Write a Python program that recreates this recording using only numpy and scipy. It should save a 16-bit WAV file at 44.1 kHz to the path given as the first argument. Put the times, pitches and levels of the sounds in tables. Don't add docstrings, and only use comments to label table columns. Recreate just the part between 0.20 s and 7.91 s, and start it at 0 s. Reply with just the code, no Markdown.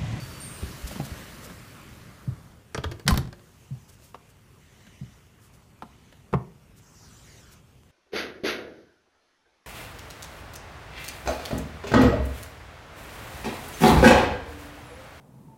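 import sys
import numpy as np
from scipy import signal
from scipy.fft import rfft, irfft, next_fast_len
from scipy.io import wavfile
from scipy.ndimage import uniform_filter1d, map_coordinates

SR = 44100
rng = np.random.default_rng(int(sys.argv[2]) if len(sys.argv) > 2 else 0)


def transcribe(u):
    v = np.clip(np.atleast_2d(u).T, -1, 1)
    q = np.round(v * 32767).astype(np.int16)
    wavfile.write(sys.argv[1], SR, q)


N = 340050

SEAL_START_S, SEAL_END_S = 2.24, 2.52
# frequency in Hz, relative level in dB.
RUMBLE_SPECTRUM = [(13, -38.5), (22, -19.5), (53, 0.5), (81, 0.5), (108, 3), (210, -5), (325, -14.5),
                   (400, -12), (520, -30.5), (880, -120)]


def amp(db):
    return 10 ** (np.asarray(db) / 20)


def unit(x):
    return x / np.sqrt(np.mean(x ** 2) + 1e-20)


def clock(size):
    return np.arange(size) / SR


def along(points, hz):
    freqs, values = np.transpose(points)
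    return np.interp(np.log(hz + 1), np.log(freqs + 1), values)


def pitched(shape, hz):
    return [(multiple * hz, db) for multiple, db in shape]


def wobble(rate):
    return map_coordinates(rng.standard_normal(int(N * rate / SR) + 4), [clock(N) * rate])


def colour(x, spectrum):
    size = next_fast_len(len(x) + 4096)
    hz = np.fft.rfftfreq(size, 1 / SR)
    skirts = np.minimum(1, hz / spectrum[0][0]) ** 2 * np.minimum(1, spectrum[-1][0] / (hz + 1)) ** 2
    return unit(irfft(rfft(x, size) * amp(along(spectrum, hz)) * skirts, size)[:len(x)])


def patchy(depth_db):
    bins = signal.stft(rng.standard_normal(N), nperseg=512)[2]
    patches = uniform_filter1d(rng.standard_normal(bins.shape), size=5, axis=0)
    patches = uniform_filter1d(patches, size=12, axis=1)
    return signal.istft(bins * amp(depth_db * unit(patches)), nperseg=512)[1][:N]


def patter(rate, spread_db):
    impacts = (rng.random(N) < rate / SR) * rng.standard_normal(N)
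    return unit(impacts * amp(spread_db * np.clip(rng.standard_normal(N), -2, 2)))


def dying(t, t60):
    return np.exp(-np.log(1000) * t / t60)


def burst(spectrum, t60, attack=0.0003):
    t = clock(SR // 2)
    envelope = dying(t, t60) * (1 - np.exp(-(t / attack) ** 2))
    noise = colour(rng.standard_normal(len(t)), spectrum)
    return unit(noise * envelope) * np.sqrt(np.mean(envelope ** 2))


def ring(modes, scatter_db):
    t = clock(SR // 2)
    return sum(amp(db + scatter_db * rng.standard_normal()) * dying(t, t60)
               * np.sin(2 * np.pi * hz * t) * rng.choice([-1, 1]) for hz, db, t60 in modes)


def add(track, s, sound):
    start = max(0, round(s * SR))
    track[start:start + len(sound)] += sound[:N - start]


def door_open():
    return np.interp(clock(N), [SEAL_START_S, SEAL_END_S], [1, 0])


def rain():
    # frequency in Hz, relative level in dB.
    wash_spectrum = [(150, -3), (280, 0), (380, -8.5), (560, -4), (780, -10.5), (1200, -5.5), (2100, -10),
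                     (3000, -14), (4000, -31.5), (9000, -31.5)]
    fizz_spectrum = [(1500, -1), (3000, 1), (4500, 0.5), (7000, -2), (10000, -4), (15000, -6.5)]
    step_back_s = 0.81
    rise_db_per_s, wash_fade_db_per_s, fizz_fade_db_per_s = 0.5, 5.5, 10
    t = clock(N)
    before, after = np.maximum(step_back_s - t, 0), np.maximum(t - step_back_s, 0)
    wash_db = -46.5 - rise_db_per_s * before - wash_fade_db_per_s * after
    fizz_db = -48 - rise_db_per_s * before - fizz_fade_db_per_s * after
    drops = colour(patchy(depth_db=1.55) + 0.32 * patter(rate=900, spread_db=8), wash_spectrum)
    muffled = signal.sosfiltfilt(signal.butter(2, 2200, fs=SR, output="sos"), drops)
    shade = np.interp(t, [1.7, 2.15], [0, 1])
    wash = amp(wash_db + 0.8 * wobble(8)) * ((1 - shade) * drops + shade * muffled)
    fizz_gain = amp(fizz_db + 0.13 * wobble(5.8))
    splashes = colour(patchy(depth_db=2) + 0.5 * patter(rate=2100, spread_db=2.5), fizz_spectrum)
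    return door_open() * (wash + fizz_gain * splashes)


def storm_bed():
    # frequency in Hz, relative level in dB.
    murmur_spectrum = [(250, -15), (450, -9), (700, -13), (1200, -14.5), (2000, -17.5), (2900, -17.5),
                       (4000, -25), (6500, -24), (10000, -27.5), (15500, -31.5)]
    open_db, shut_db = -44.5, -56.5
    rumble_fade_db_per_s, murmur_fade_db_per_s = 2.5, 0.41
    t = clock(N)
    inside = np.interp(t, [1.8, 2.5], [0, 1])
    murmur_db = -61 - murmur_fade_db_per_s * (t - SEAL_END_S) + 0.18 * wobble(45)
    murmur = colour(patchy(depth_db=2.16) + 0.32 * patter(rate=480, spread_db=6.5), murmur_spectrum)
    rumble_db = shut_db + door_open() * (open_db - rumble_fade_db_per_s * t - shut_db)
    rumble = amp(rumble_db + 1.2 * wobble(14)) * colour(rng.standard_normal(N), RUMBLE_SPECTRUM)
    return inside * amp(murmur_db) * murmur + rumble


def door_closer():
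    # start and end in seconds, pitch in Hz, level in dB, fade in dB per second.
    squeaks = [(0, 0.083, 4581, -49, 20), (0.1, 0.31, 4590, -52, 22), (0.202, 0.49, 8899, -38, 67),
               (0.26, 0.382, 8610, -44, 65)]
    t, out = clock(N), np.zeros(N)
    for start, end, hz, db, fade in squeaks:
        gate = np.clip((t - start) / 0.0019, 0, 1) * np.clip((end - t) / 0.027, 0, 1)
        phase = 2 * np.pi * np.cumsum(hz * (1 + 0.00072 * wobble(257))) / SR
        out += gate * amp(db - fade * np.abs(t - start) + 1.7 * wobble(66)) * np.sin(phase)
    return out


def thumps():
    # start in seconds, level in dB, nominal pitch in Hz, swell in seconds.
    pushes = [(0.019, -30, 109.6, 0.013), (.425, -25.5, 85, 0.0052), (0.636, -28.5, 55, 0.0084),
              (.794, -23, 147, 0.011), (0.916, -27.5, 98, 0.0041), (2.076, -21, 135, 0.0074),
              (2.09, -25, 98, 0.0085), (2.583, -24.5, 138, 0.0045), (2.651, -26, 85, 0.01),
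              (2.691, -31.5, 115, 0.014), (2.854, -22, 132.2, 0.015), (2.885, -17.5, 168, 0.013),
              (2.921, -10, 73, 0.0041), (2.973, -20, 138, 0.0075), (3.041, -33.5, 123.5, 0.018),
              (3.508, -27, 137.5, 0.011), (4.812, -28.5, 145, 0.007), (6.138, -19, 138, 0.013)]
    shudder_shape = [(0.55, 1.5), (0.8, -2), (1.6, -8.5), (2.2, -23), (4, -29)]
    t, out = clock(SR // 2), np.zeros(N)
    for start, db, hz, swell in pushes:
        age = t / swell
        phase = 2 * np.pi * np.cumsum(hz * (0.824 + 0.392 * np.exp(-age / 2))) / SR
        thud = age * np.exp(1 - age) * np.sin(phase)
        shudder = amp(-9.5) * burst(pitched(shudder_shape, hz), t60=0.2, attack=0.008)
        add(out, start, amp(db) * (thud + shudder))
    return out


def scuffs():
    # peak time in seconds, level in dB, half-width in seconds.
    grazes = [(0.217, -46, 0.0042), (0.678, -40, 0.0087), (0.719, -49, 0.035), (0.857, -45.5, 0.012),
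              (1.249, -47.5, 0.02), (3.697, -55, 0.011), (3.736, -62, 0.017), (3.849, -64, 0.015),
              (4.105, -65.5, .013), (5.249, -61.5, 0.036), (5.35, -65, 0.0222), (6.583, -59, 0.01993),
              (7.33, -55, 0.017)]
    busiest_s, calming_db_per_s, swing_db = 3.6, 7.5, 5
    t = clock(N)
    touch = sum(amp(db) * np.exp(-((t - peak) / width) ** 2) for peak, db, width in grazes)
    flutter_db = swing_db * np.clip(wobble(14), -2, 2)
    rustle = amp(-69.5 - calming_db_per_s * np.abs(t - busiest_s) + flutter_db)
    grit = rng.standard_normal(N) + 0.26 * patter(rate=977, spread_db=15.5)
    return (touch + rustle) * colour(grit, [(1500, -1.5), (3000, 1), (7000, 5.5), (15000, 0)])


def knocks():
    # start in seconds, level in dB, pitch in Hz, boom trim in dB.
    hits = [(0.429, -33, 387, -1.5), (0.711, -35, 700, -3), (0.757, -37.5, 1100, 2),
            (0.799, -27, 760, -9.5), (1.298, -40, 1620, -0.5), (2.908, -23, 1056, 1.5),
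            (3.944, -33.5, 1010, -27), (4.667, -51.5, 1605, 2), (5.622, -30, 1020, -10),
            (5.925, -50, 1700, -4), (6.128, -31, 1070, 5), (6.1369, -15, 1097, -9.5)]
    # multiple of the hit's pitch, relative level in dB.
    tap_shape = [(.15, -14.5), (.38, 0.5), (.55, -6), (.78, -3), (1, 4.5), (1.2, -5.5), (1.5, -16),
                 (2.1, -23.5), (3.6, -54)]
    # frequency in Hz, level in dB, t60 in seconds.
    pane_modes = [(208, 2, 0.22), (307, -19, .2), (355, -16, 0.25), (448, -2, 0.09), (710, -5, 0.225),
                  (836, -14.5, 0.316), (894, -14.5, 0.289), (963, -18.5, 0.5), (1056, -16.5, .25),
                  (1179, -35, 0.25), (1459, -17, 0.13), (1820, -25.5, 0.33)]
    leaf_modes = [(55.9, -40, 0.416), (209, -32, 0.24), (355, -38, .85), (1030, -18, 0.063)]
    boom_spectrum = [(110, -10), (190, 6), (320, -13)]
    tick_spectrum = [(1500, 3.5), (3000, 9), (6500, -6), (14000, -11.5)]
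    firm_knock_db, slam_s = -14.5, 2.909
    out = np.zeros(N)
    for start, db, hz, boom_db in hits:
        force_db = db - firm_knock_db
        tap = burst(pitched(tap_shape, hz), t60=0.052, attack=0.00065)
        pane = amp(-28.5 + 1.4 * force_db) * ring(pane_modes, scatter_db=0)
        boom = amp(boom_db + 4) * burst(boom_spectrum, t60=0.088, attack=0.0035)
        tick = amp(-42.5 + 0.27 * force_db) * burst(tick_spectrum, t60=0.057)
        add(out, start, amp(db) * (tap + boom) + pane + tick)
    add(out, slam_s, ring(leaf_modes, scatter_db=1))
    return out


def latch():
    # start in seconds, level in dB, click pitch in Hz, relative level of the edge in dB.
    contacts = [(2.546, -24.5, 5260, -40), (2.577, -27, 3325, -19.5), (2.6369, -34.5, 3990, -17),
                (2.6411, -24.5, 3440, -21), (2.7138, -36, 5450, -10.5), (2.7193, -34, 3500, -25),
                (2.796, -40, 4670, -12), (2.865, -33.5, 3430, -14), (2.8786, -6.5, 5200, -18.5),
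                (2.885, -19, 4600, -22), (2.895, -26, 4760, -9.5), (2.907, -26.5, 4650, -0.5),
                (2.9403, -27.5, 3550, -6), (2.9593, -34, 5000, -11), (2.9748, -19.5, 3850, -6),
                (3.054, -45.5, 4400, -22), (3.074, -47, 4470, -17)]
    # frequency in Hz, relative level in dB, t60 in seconds.
    steel_modes = [(1598, -5, .08), (1912, -4, .09), (2492, -7, .08), (3300, -6, .045), (4353, 0, .055),
                   (4673, -1, .05), (4904, -3, .05), (5350, -9, .04), (6796, -7, .05), (8743, -3, .05)]
    # multiple of its pitch, relative level in dB.
    click_shape = [(.3, -5.5), (.6, -8.5), (.85, -7), (1, -2.5), (1.3, -11), (1.9, -12.5), (2.4, -32)]
    # frequency in Hz, relative level in dB.
    frame_spectrum = [(120, 7), (300, 3), (580, 0), (850, -3), (1600, -0.5), (2400, -15), (3600, -22)]
    edge_spectrum = [(7000, -25), (10000, -1.5), (15000, -0.5)]
    frame_max_db = -20
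    out = np.zeros(N)
    for start, db, hz, edge_db in contacts + latch_settling(count=3):
        force = pitched(click_shape, hz)
        driven_modes = [(freq, level + along(force, freq), t60) for freq, level, t60 in steel_modes]
        steel = amp(-12.5) * ring(driven_modes, scatter_db=3.5)
        click = amp(-3) * burst(force, t60=0.024, attack=0.0004)
        frame = amp(min(db + 1.5, frame_max_db)) * burst(frame_spectrum, t60=0.052, attack=0.0011)
        edge = amp(edge_db) * burst(edge_spectrum, t60=0.024)
        add(out, start, amp(db) * (click + steel + edge) + frame)
    return out


def latch_settling(count):
    first_s, gap_s, first_db, loss_db = 3.1274, 0.069, -40.5, 11.5
    pitch_hz, edge_db = 4400, -21
    return [(first_s + gap_s * k * rng.uniform(0.92, 1.08), first_db - loss_db * k, pitch_hz, edge_db)
            for k in range(count)]


def stroke(start, end, lag, arch_db):
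    t, edge_s = clock(N), 0.044
    contact = np.clip(np.minimum(t - start, end - t) / edge_s, 0, 1)
    from_peak = (2 * (t - lag) - start - end) / (end - start)
    return contact * amp(-arch_db * from_peak ** 2)


def sleeve():
    # start and end in seconds, weave level in dB, folds level in dB, lag of the folds in
    # seconds, scrape level in dB, mid-stroke growth of the reflection's delay in ms per second.
    strokes = [(3.245, 3.95, -71, -69.5, -0.015, -88, 0.02), (4.37, 5.097, -67, -63.5, -0.05, -64.5, 0.05),
               (5.543, 6.1, -76, -64.5, 0.0075, -73, 0.036), (6.577, 7.415, -58, -58.5, 0.087, -83, 0.79)]
    # frequency in Hz, relative level in dB.
    weave_spectrum = [(3000, -18), (4500, -3), (6000, 4), (8000, -2), (10000, -11), (14000, -13)]
    folds_spectrum = [(900, -0.5), (1500, -3), (2500, -5.5), (4000, -9.5)]
    # frequency in Hz, width in Hz, relative level in dB.
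    scrape_bands = [(1990, 230, 4), (2990, 70, -1), (6230, 380, -6)]
    reflection_gain, mid_delay_ms = 0.42, 0.3
    t, out = clock(N), np.zeros(N)
    weave = colour(patchy(depth_db=3), weave_spectrum)
    folds = colour(patchy(depth_db=3), folds_spectrum)
    scrape = unit(sum(amp(db) * wobble(2 * width) * np.sin(2 * np.pi * hz * t + wobble(width))
                      for hz, width, db in scrape_bands))
    drag = amp(3) * colour(rng.standard_normal(N), RUMBLE_SPECTRUM)
    catching = amp(0.45 * wobble(12))
    for start, end, weave_db, folds_db, lag, scrape_db, growth in strokes:
        sliding = stroke(start, end, lag=0, arch_db=10.5)
        pressing = stroke(start, end, lag, arch_db=11)
        swish = catching * (amp(weave_db) * sliding * weave + amp(folds_db) * pressing * folds)
        sweep = np.clip(growth * (t - (start + end) / 2) / mid_delay_ms, -1, 1)
        delay_ms = mid_delay_ms * np.exp(sweep) + 0.038 * wobble(18)
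        out += swish + reflection_gain * map_coordinates(swish, [(t - delay_ms / 1000) * SR])
        out += pressing * (amp(folds_db) * drag + amp(scrape_db) * scrape)
    return out


def hallway(x):
    # frequency in Hz, t60 in seconds.
    decay_times = [(60, 0.36), (300, 0.48), (1000, 0.36), (4000, 0.3), (8000, 0.23), (15000, 0.067)]
    wall_spectrum = [(30, 1.5), (200, 1.5), (1500, -5), (6000, -4.5), (16000, 3)]
    hz, t, bins = signal.stft(colour(rng.standard_normal(SR), wall_spectrum), SR, nperseg=256)
    tail = signal.istft(bins * dying(t, along(decay_times, hz)[:, None]), SR, nperseg=256)[1]
    tail *= np.clip(clock(len(tail)) / 0.0084, 0, 1)
    return signal.fftconvolve(x, tail / np.linalg.norm(tail))[:N]


def scene():
    metal, thuds, panel = latch(), thumps(), knocks()
    echo = amp(-11.5) * hallway(metal) + amp(-15) * hallway(thuds) + amp(-16.5) * hallway(panel)
    hits = metal + thuds + panel + echo
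    return (hits + rain() + storm_bed() + sleeve() + scuffs() + door_closer())[None]


def record(dry):
    top_hz = 15500
    size = next_fast_len(N + SR // 2)
    passband = np.fft.rfftfreq(size, 1 / SR) < top_hz
    return irfft(rfft(dry, size) * passband, size)[..., :N]


dry = scene()
out = record(dry)
transcribe(out)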